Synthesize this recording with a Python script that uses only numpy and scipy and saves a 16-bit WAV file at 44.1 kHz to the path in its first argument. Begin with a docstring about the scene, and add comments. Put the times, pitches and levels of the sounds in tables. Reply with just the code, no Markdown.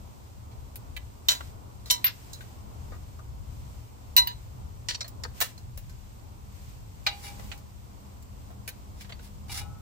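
"""Sockets and a ratchet on a concrete drive

Steel sockets and a ratchet handle knock and chatter on the ground, then touch and scrape a car's hub.
Each knock is a crack and a short chatter of noise and bounces that ring the tools as decaying sines;
scrapes are gritty noise and taps are the ringing modes of the hub and its shield, all with a short echo.
Behind them shaped noise makes a low rumble, road wash, narrow hums, rustling cloth and air hiss.
Two microphone ports hear the tools a little apart."""
import sys
import numpy as np
from scipy import signal
from scipy.fft import irfft
from scipy.io import wavfile
from scipy.ndimage import uniform_filter1d

SR = 44100
rng = np.random.default_rng(int(sys.argv[2]) if len(sys.argv) > 2 else 0)


def wrap_up_sound(samples):
    """Save the sound to the file named by the first command line argument, as 16-bit audio."""
    columns = np.atleast_2d(samples).T
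    # keep every value between -1 and 1, then stretch to whole-number steps
    tamed = np.clip(columns, -1, 1)
    steps = np.round(tamed * 32767).astype(np.int16)
    wavfile.write(sys.argv[1], SR, steps)


N = 432599
FREQ = np.maximum(np.fft.rfftfreq(N, 1 / SR), 1)

TREBLE_END_HZ = 15650
KNOCK_LIKENESS = 0.067  # left-right correlation of the contact noise

# Hub mode frequencies [Hz]
HUB_MODES_HZ = 813, 750, 931, 1217, 1450, 1981, 2126, 2320, 2396, 2487, 2780, 2907, 3391, 3790, 4097, 4603
# How each hub mode rings: level_db [dB, relative], t60_s [s]
HUB_MODES = [(2.5, 0.37), (-7, 0.6), (-0.5, 0.13), (-1.5, 0.12), (-23, 0.33), (-26, 0.25), (-12.5, 0.34),
             (7, 0.15), (-2.5, 0.16), (-7, 0.25), (-9, 0.19), (4.5, 0.14), (-5.5, 0.17), (3, 0.13),
             (-3, 0.037), (-7.5, 0.19)]


def undb(db):
    """Decibels to amplitude gain."""
    return 10 ** (np.asarray(db) / 20)


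def along(table, hz=FREQ):
    """Read (Hz, value) points on a log frequency axis."""
    at, value = np.transpose(table)
    return np.interp(np.log(hz), np.log(at), value)


def band(x, lo_hz, hi_hz):
    """Band-pass that keeps white noise at its rms."""
    sos = signal.butter(4, [lo_hz, hi_hz], "bandpass", fs=SR, output="sos")
    return signal.sosfilt(sos, x) * np.sqrt(SR / 2 / (hi_hz - lo_hz))


def walk(rate_hz):
    """Random levels, each held 1 / rate_hz seconds, then smoothed twice over the same length."""
    hold = int(SR / rate_hz)
    steps = np.repeat(rng.standard_normal(N // hold + 1), hold)
    return uniform_filter1d(uniform_filter1d(steps, hold), hold)[:N]


def pair(shape, like):
    """Two noises, left and right, with correlation `like`."""
    left, other = rng.standard_normal((2,) + shape)
    return np.array([left, like * left + np.sqrt(1 - like ** 2) * other])


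def knocks():
    """A crack, then chatter: broadband clatter, a ping of the piece itself and blows into each tool."""
    # Every knock: start_s [s]; clatter thud_db, clack_db, chink_db, treble_db [dB, relative];
    # t60_s [s], free_s [s until muffled], pan_db [dB, left minus right],
    # rings {tool: blow_db [dB], ping: (pitch_hz [Hz], level_db [dB])}
    blows = [(0.5142, -67, -53, -55, -66, .11, .08, -1, dict()),
             (0.757, -48, -39.5, -38, -29.5, 0.047, .08, 0.5, dict(ping=(11800, -37.5))),
             (0.9651, -37, -25, -35.5, -36, 0.059, .08, -2, dict(ping=(3050, -40))),
             (1.2848, -24, -17.5, -14.5, -21, 0.17, .12, -1, dict(bar=-37, head=-22, wide=-21, long=-21.5, deep=-23.5, small=-33, ping=(15300, -14))),
             (1.4066, -24.5, -37.5, -49, -50, 0.04, .089, -1.5, dict(ping=(1300, -52))),
             (1.858, -45, -50, -39.5, -46, .23, .074, -1, dict(head=-53, ping=(4060, -39))),
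             (1.9, -37, -26, -15, -27, 0.13, 0.13, 6, dict(head=-28.5, wide=-27, long=-40, deep=-33.5)),
             (1.9065, -33, -47, -20, -15.5, 0.096, .11, -4.5, dict(bar=-37.5, head=-29, wide=-27, long=-22.5, deep=-29.5, small=-37)),
             (2.0428, -24, -9, -23, -32, 0.03, 0.04, 0.5, dict(bar=-40, small=-13, extension=-45)),
             (2.3314, -71, -59, -34, -39, 0.095, .08, -6, dict(head=-47, ping=(4600, -48))),
             (2.4074, -55, -42, -56, -54, 0.12, .08, 3, dict(ping=(1530, -41.5))),
             (2.9197, -34, -54, -53, -72, 0.14, 0.053, 2, dict(ping=(500, -43.5))),
             (3.1894, -41.5, -68, -57, -66, 0.087, .08, 4, dict()),
             (3.289, -60, -65, -66, -71, .091, .08, 3, dict()),
             (4.165, -37, -17, -13, -26, 0.11, 0.04, 2, dict(bar=-35.5, head=-18, wide=-18, long=-31, deep=-44, extension=-24)),
             (4.1755, -31.5, -26.5, -28, -25, 0.14, 0.14, -1, dict(bar=-29.5, head=-15.5, wide=-20, long=-23.5, extension=-29)),
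             (4.2717, -45, -33, -38.5, -44, 0.16, 0.063, -2.5, dict(bar=-42.5, head=-39, wide=-27, extension=-40.5)),
             (4.8854, -35, -25, -20.5, -38.5, .13, 0.059, 0, dict(bar=-46, head=-36, wide=-22, long=-29.5, deep=-46)),
             (4.9084, -37, -24, -37, -55, 0.044, 0.046, 1.5, dict(head=-55, wide=-26)),
             (4.9452, -40, -27.5, -26, -56, 0.086, 0.015, -3, dict(wide=-21.5, long=-34)),
             (5.007, -34, -32, -25, -50, 0.068, 0.025, -0.5, dict(head=-37, wide=-30, long=-36)),
             (5.0443, -36, -39, -40, -54, 0.09, .08, 0, dict(ping=(4300, -35))),
             (5.0791, -51, -47, -36, -36, 0.061, .08, -3, dict()),
             (5.236, -29, -31, -22, -38, 0.039, 0.024, -2, dict(wide=-30.5)),
             (5.2482, -32, -46, -46, -61, 0.069, .08, 5, dict(ping=(1800, -48))),
             (5.4033, -33, -31, -28, -30, 0.2, 0.067, -13, dict(ping=(15000, -22))),
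             (5.4114, -17, -19.5, -17, -18, 0.098, .13, 3, dict(head=-40, ping=(14600, -25))),
             (5.5784, -45, -54, -42, -48, 0.08, 0.055, -2, dict(ping=(4210, -46))),
             (5.7747, -47, -43.5, -43, -38.5, 0.097, .08, 1.5, dict(ping=(11700, -46))),
             (5.8955, -46, -50.5, -44, -49, 0.11, 0.06, 0, dict()),
             (7.0649, -22.5, -13.5, -23, -43.5, 0.11, 0.035, 0, dict(head=-28, wide=-17.5, extension=-50.5, ping=(2440, -21))),
             (7.3953, -34.5, -46, -43, -62, 0.071, .08, 5, dict(ping=(2000, -47))),
             (7.516, -33.5, -26.5, -33, -64, .065, .08, -1, dict(ping=(4400, -50))),
             (7.5764, -59, -59, -44, -46.5, 0.076, .08, 2, dict()),
             (8.225, -58, -71, -49, -45, 0.048, 0.086, 2, dict(ping=(7300, -53))),
             (8.5037, -48, -57, -62, -59, 0.16, .08, -4, dict(ping=(690, -40))),
             (8.6769, -35, -29, -29.5, -25.5, 0.08, 0.053, 0, dict(head=-51, ping=(2300, -36))),
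             (9.0086, -43.5, -35.5, -38, -43, 0.082, .086, 1, dict(ping=(2300, -45))),
             (9.0456, -43, -42, -52, -69, .09, .08, -2, dict(ping=(2270, -53))),
             (9.0932, -43, -43, -51, -58, 0.15, .08, -1, dict()),
             (9.1224, -36, -26.5, -41, -64, 0.034, .064, 0, dict(ping=(4500, -39))),
             (9.1925, -41, -43, -51, -64, .075, .08, 0, dict())]
    ping_t60_s = .055
    bounce_rate_hz, patter_decay_s = 400, 0.0059
    fizz_db = 3  # top of the treble clatter against its lower part
    t = np.arange(int(SR / 2)) / SR
    loose = loose_tools()
    clatter = np.zeros((5, 2, N + len(t)))
    ringing = np.zeros((2, N + len(t)))
    for start_s, thud, clack, chink, treble, t60_s, free_s, pan_db, rings in blows:
        at = slice(int(start_s * SR), int(start_s * SR) + len(t))
        pan = undb([[pan_db / 2], [-pan_db / 2]])
        fade = 1000. ** (-t / t60_s)
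        # a hand or the ground soon muffles the loose tools
        muffle = 1000. ** (-np.maximum(t - free_s, 0) / 0.023)

        # bounces come every few ms with uneven strength
        bounces = (rng.random(len(t)) < bounce_rate_hz / SR) * rng.standard_normal(len(t))
        patter = signal.lfilter([1], [1, -np.exp(-1 / (patter_decay_s * SR))], np.abs(bounces))
        envelope = (1 - np.exp(-t / 0.00022)) * fade * muffle * (0.32 + 0.13 * patter)
        rattle = envelope * jangle(size=len(t))
        rattle[:, 0] = 1.5  # the crack
        levels = undb([thud, clack, chink, treble, treble + fizz_db])[:, None, None]
        clatter[:, :, at] += levels * pan * rattle

        # the first blow and the weaker bounces drive the tools
        drive = 0.13 * bounces * fade ** 2 * muffle
        drive[0] = 1
        struck = np.zeros((2, len(t)))
        for tool, db in rings.items():
            if tool in loose:
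                struck = struck + undb(db) * loose[tool]
        steel = signal.fftconvolve(struck, drive[None])[:, :len(t)]
        if "ping" in rings:
            hz, ping_db = rings["ping"]
            steel = steel + undb(ping_db) * np.sin(2 * np.pi * hz * t) * 1000. ** (-t / ping_t60_s)

        # rocking on the ground roughens the ring
        rocking = undb(44.0 * uniform_filter1d(rng.standard_normal(len(t)), size=300))
        ringing[:, at] += pan * muffle * rocking * steel
    # thud, clack, chink, treble and fizz [Hz]
    edges = [(450, 1600), (1700, 3880), (4000, 7730), (9000, 14200), (12500, TREBLE_END_HZ)]
    crackle = sum(band(layer, lo, hi) for layer, (lo, hi) in zip(clatter, edges))
    return (ringing + undb(-1.0) * crackle)[:, :N]


def loose_tools():
    """Each loose steel piece rings at its own modes when struck."""
    # Mode frequencies of each tool [Hz]
    bar_hz = 969, 1580, 2003, 2890
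    head_hz = 4000, 4167
    wide_hz = 4397, 4730, 4900, 5525
    long_hz = 5605, 5680
    deep_hz = 3082, 3648, 6755, 7240, 15300
    small_hz = 13180, 12560
    extension_hz = 14478, 14365
    # How each of those modes rings: level_db [dB, relative], t60_s [s]
    bar_modes = [(6.5, 0.29), (-8, 0.074), (0.5, 0.19), (11.5, 0.11)]
    head_modes = [(3.5, 0.21), (-8, 0.12)]
    wide_modes = [(-6, 0.078), (-9, 0.052), (-15.5, 0.19), (-18, 0.069)]
    long_modes = [(3.5, 0.098), (-5.5, 0.1)]
    deep_modes = [(5, 0.11), (13, 0.058), (0, 0.074), (-3, 0.15), (-5, .06)]
    small_modes = [(1.5, 0.15), (-42, .13)]
    extension_modes = [(21, 0.047), (-9, 0.081)]
    return dict(bar=ring(bar_hz, bar_modes), head=ring(head_hz, head_modes),
                wide=ring(wide_hz, wide_modes), long=ring(long_hz, long_modes),
                deep=ring(deep_hz, deep_modes), small=ring(small_hz, small_modes),
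                extension=ring(extension_hz, extension_modes))


def ring(hz, modes, spread=.7, rise_s=.0007):
    """Decaying sines after one blow; every mode reaches the two ports with its own phase."""
    hz = np.array(hz)[:, None]
    db, t60_s = np.transpose(modes)[:, :, None]
    t = np.arange(int(SR / 2)) / SR
    # small path differences turn the high modes more
    turn = spread * np.minimum(hz / 5000, 1) * rng.standard_normal((2, len(hz), 1))
    tones = undb(db) * np.sin(2 * np.pi * hz * t + turn) * 1000. ** (-t / t60_s)
    return tones.sum(1) * (1 - np.exp(-t / rise_s))


def jangle(size, share=.6, spacing_hz=220):
    """Noise mixed with scattered partials, new for every contact: the many small parts that shake along."""
    # share is the partials' part of the power, spacing_hz their mean distance
    lines = rng.random(size // 2 + 1) < SR / size / spacing_hz
    spectrum = pair(lines.shape, KNOCK_LIKENESS) + 1j * pair(lines.shape, KNOCK_LIKENESS)
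    tones = irfft(lines * spectrum, size)
    noise = pair((size,), KNOCK_LIKENESS)
    return np.sqrt(share) * tones / tones.std() + np.sqrt(1 - share) * noise


def scrapes():
    """Gritty noise swells, holds and fades, and the same grit keeps the hub ringing."""
    # Steel dragged over a rough face; at 7.082 s the hub rings on after the knock, with faint grit:
    # start_s [s], swell_s [s], hold_s [s], low_grit_db, middle_grit_db, high_grit_db, hub_drive_db [dB, relative]
    contacts = [(2.042, 0.023, 0.01, -29, -59, -45, -70), (7.082, 0.009, 0.028, -50, -66, -64, -38.5),
                (7.193, 0.057, .04, -52, -50.5, -57, -46.5), (7.38, .02, 0.15, -74, -71, -64, -61),
                (8.956, 0.056, .012, -57, -58, -64, -75), (9.21, 0.02, .04, -59.5, -62, -63, -77),
                (9.483, 0.046, 0.066, -42.5, -41.5, -47, -43)]
    # Borders of the three grit bands: edge_hz [Hz]
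    grit_edges_hz = 1200, 5000, 10500, 15650
    swell_from_db, fade_db_per_s = -18, 489
    time = np.arange(N) / SR
    gain = np.zeros((4, N))
    for start_s, swell_s, hold_s, *levels_db in contacts:
        swell_db = swell_from_db * np.clip(1 - (time - start_s) / swell_s, 0, 1)
        fade_db = fade_db_per_s * np.maximum(time - start_s - swell_s - hold_s, 0)
        gain += (time >= start_s) * undb(swell_db - fade_db) * undb(levels_db)[:, None]
    grit = jangle(size=N, share=.4, spacing_hz=200) * undb(2.2 * walk(300))
    hub = signal.oaconvolve(gain[3] * grit, ring(HUB_MODES_HZ, HUB_MODES), axes=1)[:, :N]
    rasp = sum(g * band(grit, lo, hi) for g, lo, hi in zip(gain, grit_edges_hz, grit_edges_hz[1:]))
    return rasp + undb(-36.0) * hub


def taps():
    """Blows into the hub and the thin dust shield behind it, which ring on freely."""
    # The tool touches the car: start_s [s], hub_db [dB], shield_db [dB]
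    touches = [(7.064, -38.5, -74), (7.259, -58, -79), (7.516, -59, -74), (9.495, -49, -61),
               (9.608, -52, -54)]
    # Dust shield mode frequencies [Hz]
    shield_hz = 829, 1289, 1308, 1456
    # How each shield mode rings: level_db [dB, relative], t60_s [s]
    shield_modes = [(2, .9), (-4, 2.5), (-3, 2.5), (-2, .8)]
    car = np.array([ring(HUB_MODES_HZ, HUB_MODES), ring(shield_hz, shield_modes)])
    length = car.shape[2]
    out = np.zeros((2, N + length))
    for start_s, *blow_db in touches:
        start = int(start_s * SR)
        out[:, start:start + length] += np.tensordot(undb(blow_db), car, axes=1)
    return out[:, :N]


def echo(x):
    """Wheel arch, underbody and ground return a short dense noise tail, different on each port."""
    level_db, t60_s, top_hz = -18.5, 0.21, 6240
    t = np.arange(int(SR / 2)) / SR
    tail = rng.standard_normal((2, len(t))) * 1000. 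** (-t / t60_s) * (t > .002)
    tail = signal.sosfilt(signal.butter(1, top_hz, fs=SR, output="sos"), tail)
    tail *= undb(level_db) / np.sqrt(np.sum(tail ** 2, axis=1, keepdims=True))
    return signal.oaconvolve(x, tail, axes=1)[:, :N]


def yard():
    """Low rumble and road wash rise and fall, hiss swells over the air hiss, narrow hums waver."""
    # Low rumble: traffic, with a wind or handling thump at 5.19 s; and road wash:
    # time_s [s], low_rumble_db [dB], road_wash_db [dB]
    background = [(0.0, -48, -57), (0.87, -46.5, -57), (2.16, -47.5, -56), (3.47, -41, -56.5),
                  (3.82, -48.5, -57), (4.78, -43, -57.5), (5.03, -51, -58), (5.19, -36.5, -55.5),
                  (5.49, -50, -58), (5.65, -42, -59.5), (6.12, -46.5, -59), (7.02, -47, -58.5),
                  (7.32, -45, -54), (7.73, -49, -58.5), (8.52, -47.5, -58), (9.81, -43, -56)]
    # Cloth moves; at 5.434 s a short hiss tail after the hard knock: middle_s [s], length_s [s], level_db [dB]
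    hiss_swells = [(1.39, 0.23, -58), (2.21, 0.56, -59.5), (2.937, 0.51, -65.5), (3.677, 0.43, -63.5),
                   (4.288, 0.44, -65.5), (5.434, .15, -53), (6.64, 0.24, -61.5), (7.314, 0.45, -56.5),
                   (8.447, 0.15, -70), (9.2, 0.27, -70)]
    # Noise colours of low rumble, road wash, and air hiss with its swells:
    # frequency_hz [Hz], density_db [dB per Hz, relative]
    rumble_colour = [(11, -48), (18, -14), (48, 2.5), (60, 1), (76, 3.5), (109, -1.5), (141, -7),
                     (200, -18), (260, -26.5), (440, -120)]
    road_colour = [(120, -46), (200, -3.5), (227, -9), (276, -8.5), (323, -12.5), (555, -14), (1020, -13.5),
                   (1500, -24.5), (1950, -73), (3300, -120)]
    hiss_colour = [(880, -34), (1500, -3.5), (1950, -3.5), (2220, -3), (2700, -3.5), (3700, -5.5),
                   (4970, -5), (6160, -5.5), (8030, -4), (9870, -14.5), (14900, -6), (15600, -19)]
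    # A distant motor's hum: pitch_hz [Hz], width_hz [Hz], level_db [dB]
    motor_hum = [(73.6, 22.6, -52), (114.4, 10, -54.5)]
    # Levels of a narrow, wavering 200 Hz hum: time_s [s], level_db [dB]
    high_hum_levels = [(0.0, -58), (0.82, -77), (1.45, -69), (1.48, -64), (2.79, -77), (4.94, -78.5),
                       (5.16, -66), (5.25, -79), (6.56, -57), (6.72, -77), (7.49, -53.5), (7.54, -60.5),
                       (9.75, -57), (9.81, -76)]
    high_hum_hz, high_hum_width_hz = 199.6, 5.7
    air_db = -63.5
    time = np.arange(N) / SR
    time_s, rumble_db, road_db = np.transpose(background)
    swell_power = sum(undb(db) ** 2 * np.exp(-(2 * (time - middle_s) / length_s) ** 4)
                      for middle_s, length_s, db in hiss_swells)
    rumble_level = undb(np.interp(time, time_s, rumble_db))
    road_level = undb(np.interp(time, time_s, road_db))
    hiss_level = np.sqrt(undb(air_db) ** 2 + swell_power)
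    # the last number scales a random level flicker in dB
    layers = [(rumble_colour, rumble_level, 2.5), (road_colour, road_level, 1.2), (hiss_colour, hiss_level, .6)]
    out = 0
    for colour, level, flicker_db in layers:
        inside = (FREQ >= colour[0][0]) & (FREQ <= colour[-1][0])
        out = out + level * undb(flicker_db * walk(8.8)) * wash(inside * undb(along(colour)))
    for hz, width_hz, db in motor_hum:
        out = out + undb(db) * wash(peak(hz, width_hz))
    high_hum_level = undb(np.interp(time, *np.transpose(high_hum_levels)))
    return out + high_hum_level * wash(peak(high_hum_hz, high_hum_width_hz))


def wash(gain):
    """Steady noise of a given colour at unit rms, its likeness on the two ports set by frequency."""
    # How alike the ports hear it: frequency_hz [Hz], correlation [-1 to 1]
    likeness = [(25, .1), (60, .4), (130, .7), (290, .2), (640, -.3), (1410, -.4), (3100, 0)]
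    # Balance of the ports: frequency_hz [Hz], left_minus_right_db [dB]
    tilt = [(60, 4.5), (110, 0.5), (200, -1), (380, -2.5), (700, 0.5), (1290, 0.5), (2380, 0.0),
            (4400, -1.5), (8120, 1.5), (15000, -2)]
    like = along(likeness)
    spectrum = pair(FREQ.shape, like) + 1j * pair(FREQ.shape, like)
    side = undb(np.array([[.5], [-.5]]) * along(tilt))
    x = irfft(spectrum * side * gain, N)
    return x / np.sqrt(np.mean(x.mean(0) ** 2))  # rms of the ports' mean


def peak(hz, width_hz):
    """A narrow resonance curve; noise through it hums and wavers."""
    return 1 / (1 + (2 * (FREQ - hz) / width_hz) ** 2)


def scene():
    """The loose tools lie to the right, so the left port hears them later; hub taps come from straight ahead."""
    port_lag = 18  # samples
    tools = knocks() + scrapes()
    tools[0] = np.roll(tools[0], port_lag)
    steel = tools + taps()
    return steel + echo(steel) + yard()


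def record(dry):
    """The loudest peaks are rounded, a steep low-pass dulls the treble and a second one closes the top."""
    top_hz = 16800
    rounded = 1.3 * np.tanh(dry / 1.3)
    dulled = signal.sosfilt(signal.ellip(4, .5, 20, TREBLE_END_HZ, fs=SR, output="sos"), rounded)
    return signal.sosfilt(signal.ellip(10, .2, 90, top_hz, fs=SR, output="sos"), dulled)


dry = scene()
out = record(dry)
wrap_up_sound(out)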